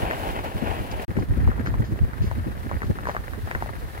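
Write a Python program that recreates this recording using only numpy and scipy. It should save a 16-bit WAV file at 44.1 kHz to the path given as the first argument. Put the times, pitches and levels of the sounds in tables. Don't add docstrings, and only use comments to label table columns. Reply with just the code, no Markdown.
import sys
import numpy as np
from scipy import signal
from scipy.fft import rfft, irfft, next_fast_len
from scipy.io import wavfile
from scipy.ndimage import map_coordinates

SR = 44100
rng = np.random.default_rng(int(sys.argv[2]) if len(sys.argv) > 2 else 0)


def pcm_store(signal):
    levels = np.round(np.clip(np.atleast_2d(signal), -1, 1) * 32767)
    wavfile.write(sys.argv[1], SR, levels.astype(np.int16).T)


N = 176400
GAP_START_S, GAP_END_S = 1.048, 1.080


# time in seconds, relative level in dB.
SNOW_LEVEL = [(0, -34.5), (.11, -36.5), (.2, -38), (.23, -36.5), (.28, -38), (.32, -40.5), (.39, -37.5),
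              (.425, -44), (.445, -36), (.52, -43), (.63, -41), (.70, -34), (.77, -40), (.85, -43.5),
              (.9, -40.5), (1.04, -39.5)]
# frequency in Hz, relative level in dB.
SNOW_SPECTRUM = [(100, -21.5), (250, -3), (550, -3), (850, -2), (1250, -11), (1600, -9), (2000, -13),
                 (2900, -15), (4000, -28.5), (6500, -39.5), (12000, -40)]

def snow():
    press_db = curve(SNOW_LEVEL)
    crust = crunch(SNOW_SPECTRUM, per_s=4000, spread_db=3, clumps_per_s=120, clumped=0.51, rush_db=-3)
    pockets_db = 0.5 + 0.75 * (press_db + 36)
    return amp(press_db) * (amp(6) * crust + amp(pockets_db) * snow_pockets())


# time in seconds, relative level in dB.
SAND_LEVEL = [(1.09, -45.5), (1.17, -44), (1.27, -49.5), (1.38, -44), (1.68, -45), (1.87, -48), (2.06, -46),
              (2.25, -46), (2.66, -48), (2.83, -46), (2.95, -50), (3.1, -43), (3.29, -47.5), (3.34, -45),
              (3.42, -48.5), (3.51, -41.5), (3.72, -48.5), (4.0, -46.5)]
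# frequency in Hz, relative level in dB.
SAND_SPECTRUM = [(150, -15.5), (350, 2.5), (1450, -1), (1850, 0), (2150, -8), (2500, -12.5), (3200, -18),
                 (5000, -31), (8000, -41)]

def sand():
    crust = crunch(SAND_SPECTRUM, per_s=3000, spread_db=4.5, clumps_per_s=80, clumped=0.8, rush_db=-2.5)
    return amp(curve(SAND_LEVEL) + 4.5) * crust


def crunch(spectrum, per_s, spread_db, clumps_per_s, clumped, rush_db, clump_decay_s=0.0056):
    fade = np.exp(-np.arange(SR // 10) / SR / clump_decay_s)
    clumps = unit(signal.fftconvolve(np.abs(grains(clumps_per_s, 2.4)), fade)[:N])
    fractures = grains(per_s, spread_db) * (1 - clumped + clumped * clumps)
    return unit(ports(crackle(fractures, spectrum)) + amp(rush_db) * surround(spectrum))


def snow_pockets(count=600, pitch_hz=729, scatter_octaves=0.231, t60_s=0.021):
    out, t = np.zeros(N + SR), np.arange(SR // 10) / SR
    starts = (np.arange(count) + rng.random(count)) * N / count
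    pitches = pitch_hz * 2 ** (scatter_octaves * rng.standard_normal(count))
    for start, hz in zip(starts, pitches):
        out[int(start):][:len(t)] += np.sin(2 * np.pi * hz * t) * amp(-60 * t / t60_s)
    return unit(ports(out[:N]))


# start in seconds, relative level in dB, resonance of the breaking piece in Hz.
SNAPS = [(.111, -14.5, 2380), (0.392, -22, 800), (.444, -31, 2000), (1.169, -23, 2350), (1.188, -25.5, 740),
         (1.476, -21, 854), (1.516, -23, 1130), (1.609, -28.5, 444), (1.662, -21.5, 1910),
         (1.672, -22, 1500), (1.741, -23.5, 990), (2.134, -26, 1510), (2.314, -21, 750), (2.714, -19, 880),
         (2.819, -20, 1770), (2.832, -22, 1240), (1.579, -27, 920), (1.959, -31.5, 580),
         (2.987, -23.5, 1340), (3.055, -21.5, 1500), (3.071, -16, 1020), (3.088, -17, 650),
         (3.0951, -18, 790), (3.1490, -20.5, 706), (3.166, -15, 1280), (3.335, -25, 1570),
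         (3.475, -25, 640), (3.513, -16, 2500), (3.550, -14, 1640), (3.624, -16.5, 840),
         (3.661, -26.5, 660), (3.693, -26, 905)]
# frequency in Hz, relative level in dB.
SNAP_SPECTRUM = [(80, -9.5), (380, 5), (1350, 3.5), (1900, 4.5), (2400, -10), (3300, -23), (6000, -22),
                 (14000, -48)]

def snaps(step_gap_s=0.001772, crumb_t60_s=0.08):
    out, t = np.zeros(N + SR), np.arange(SR // 10) / SR
    for start, db, ring_hz in SNAPS:
        force = rng.standard_normal(len(t)) * amp(-23.5 - 60 * t / crumb_t60_s) / 2
        force[0] = -1
        second_step = int(step_gap_s * SR * (.5 + rng.random()))
        force[second_step] -= amp(-8.5)
        snap = amp(db + 2.5) * signal.fftconvolve(force, click(SNAP_SPECTRUM, ring_hz))
        out[round(start * SR):][:len(snap)] += snap
    return ports(out[:N], lag_s=0.00027)


# start in seconds, length in seconds, relative level in dB.
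SPRAYS = [(0.913, 0.015, -36), (1.193, 0.06, -51), (1.657, 0.051, -44.5), (1.843, 0.083, -51),
          (2.221, 0.11, -49), (2.828, 0.097, -53), (3.073, 0.093, -49.5)]
# frequency in Hz, relative level in dB.
GRIT_SPECTRUM = [(1000, -5), (2200, 20.5), (4500, 19), (7000, 13.5), (9000, -65)]

def sprays(attack_s=0.0012):
    t = np.arange(N) / SR
    bursts = np.zeros(N)
    for start, length, db in SPRAYS:
        age = t - start
        bursts += amp(db) * np.clip(age / attack_s, 0, 1) * np.clip(1 - age / length, 0, 1)
    return bursts * ports(crackle(grains(per_s=3300, spread_db=3.9), GRIT_SPECTRUM))


# time in seconds, relative level in dB.
WIND_LEVEL = [(0, -38.5), (.6, -36.5), (1.26, -38), (1.4, -33), (1.7, -32.5), (2.1, -38.5), (2.35, -30),
              (2.78, -39.5), (4.0, -40)]
# middle in seconds, length in seconds, relative rumble and flutter levels in dB.
GUSTS = [(0.033, 0.023, -21, -46), (0.558, 0.038, -24.5, -38), (0.808, 0.026, -24.5, -51),
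         (1.105, 0.053, -30, -25), (1.2, 0.1, -25, -25.5), (1.314, 0.087, -18, -35),
         (1.417, 0.17, -20.5, -37), (1.485, 0.049, -14.5, -33), (1.6, 0.032, -29, -27),
         (1.715, 0.13, -26, -40.5), (1.805, 0.094, -22, -31), (1.93, 0.032, -21.5, -27),
         (2.028, 0.057, -15.5, -36.5), (2.219, 0.04, -18.5, -39), (2.277, 0.028, -22.5, -53),
         (2.476, 0.043, -38, -28.5), (2.882, 0.12, -24.5, -36.5), (2.906, 0.019, -28, -22),
         (3.045, 0.21, -35, -40.5), (3.186, 0.041, -34, -58), (3.453, 0.06, -32.5, -44),
         (3.562, 0.033, -23.5, -42)]
# frequency in Hz, relative level in dB.
RUMBLE_SPECTRUM = [(20, -28), (38, -3), (62, 2), (105, -1), (150, -10.5), (280, -22), (600, -53),
                   (2500, -87)]
FLUTTER_SPECTRUM = [(60, -11.5), (130, -5), (200, 0.5), (300, -4.5), (430, -10.5), (700, -27.5),
                    (3000, -53.5)]

def wind():
    t = np.arange(N) / SR
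    rumble_gain = amp(curve(WIND_LEVEL) + 4.5 + 4.2 * np.array([wobble(28.09), wobble(27.6)]))
    flutter_gain = amp(-11 + 4.6 * wobble(45)) * rumble_gain
    for middle, length, rumble_db, flutter_db in GUSTS:
        swell = np.cos(np.pi * np.clip((t - middle) / length, -.5, .5))
        rumble_gain = np.hypot(rumble_gain, amp(rumble_db + 1) * swell)
        flutter_gain = np.hypot(flutter_gain, amp(flutter_db + 2) * swell)
    rumble = noise(RUMBLE_SPECTRUM)
    flutter = unit(noise(FLUTTER_SPECTRUM) * amp(5.24 * np.array([wobble(90), wobble(90)])))
    return rumble_gain * rumble + flutter_gain * flutter


# time in seconds, relative level in dB.
HISS_LEVEL = [(0, -46.5), (.09, -53), (.15, -49), (.32, -50), (.39, -54), (.7, -52), (1.04, -53.5),
              (1.09, -58), (2.15, -59), (2.25, -56.5), (3.42, -56), (3.52, -54), (4.0, -55.5)]
# frequency in Hz, relative level in dB.
HISS_SPECTRUM = [(1000, 5), (4000, 5), (6000, -1.5), (7800, -3), (9500, 1), (15500, 0.5)]
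# middle in seconds, relative level in dB.
POWDER_PUFFS = [(.312, -56), (.446, -48), (1.025, -47)]

def hiss(puff_half_width_s=0.0085):
    t = np.arange(N) / SR
    puffs = sum(amp(db) * np.exp(-((t - middle) / puff_half_width_s) ** 2) for middle, db in POWDER_PUFFS)
    ticks = crackle(grains(per_s=400, spread_db=9), HISS_SPECTRUM)
    gain = amp(curve(HISS_LEVEL) + 5 + 1.2 * wobble(70)) + puffs
    return gain * unit(noise(HISS_SPECTRUM) + amp(-16.5) * ports(ticks))


def ports(x, lag_s=0.00041):
    side = np.array([[1], [-1]])
    return amp(1.6 * side) * filtered(x, lambda hz: np.exp(-1j * np.pi * hz * lag_s * side))


def surround(spectrum, port_travel_s=0.00053):
    alike = lambda hz: np.sinc(2 * hz * port_travel_s)
    mid, side = filtered(noise(spectrum), lambda hz: np.sqrt([1 + alike(hz), 1 - alike(hz)]))
    return unit(np.array([mid + side, mid - side]))


def grains(per_s, spread_db):
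    impulses = (rng.random(N) < per_s / SR) * rng.choice([-1, 1], N)
    return impulses * amp(spread_db * np.clip(rng.standard_normal(N), -2, 2))


def crackle(impulses, spectrum):
    return unit(signal.fftconvolve(impulses, click(spectrum))[:N])


def click(spectrum, ring_hz=None, ring_octaves=0.6, size=1024):
    hz = np.fft.rfftfreq(size, 1 / SR)
    ring_db = 10 * np.exp(-(np.log2((hz + 1) / ring_hz) / ring_octaves) ** 2) if ring_hz else 0
    cepstrum = irfft(np.log(amp(along(spectrum, hz) + ring_db)))
    cepstrum[1:size // 2] *= 2
    cepstrum[size // 2 + 1:] = 0
    pulse = irfft(np.exp(rfft(cepstrum)))
    return pulse / np.abs(pulse).max()


def noise(spectrum):
    return unit(filtered(rng.standard_normal((2, N)), lambda hz: amp(along(spectrum, hz))))


def filtered(x, response):
    size = next_fast_len(N + SR // 2)
    return irfft(rfft(x, size) * response(np.fft.rfftfreq(size, 1 / SR)), size)[..., :N]


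def wobble(rate):
    return map_coordinates(rng.standard_normal(N // 20), [np.arange(N) * rate / SR], mode="wrap")


def curve(rows):
    return np.interp(np.arange(N) / SR, *np.transpose(rows))


def along(spectrum, hz):
    knots_hz, db = np.transpose(spectrum)
    return np.interp(np.log(hz + 1), np.log(knots_hz + 1), db)


def amp(db):
    return 10 ** (np.asarray(db) / 20)


def unit(x):
    return x / np.sqrt(np.mean(x ** 2) + 1e-20)


def scene():
    tyre = np.where(np.arange(N) / SR < GAP_START_S, snow(), sand())
    return tyre + snaps() + sprays() + wind() + hiss()


def record(dry, fade_s=0.002, top_hz=15800):
    t = np.arange(N) / SR
    fade = np.exp(-np.maximum(t - GAP_START_S, 0) / fade_s)
    gate = np.where(t < GAP_END_S, fade, 1)
    return filtered(dry * gate, lambda hz: hz < top_hz)


dry = scene()
out = record(dry)
pcm_store(out)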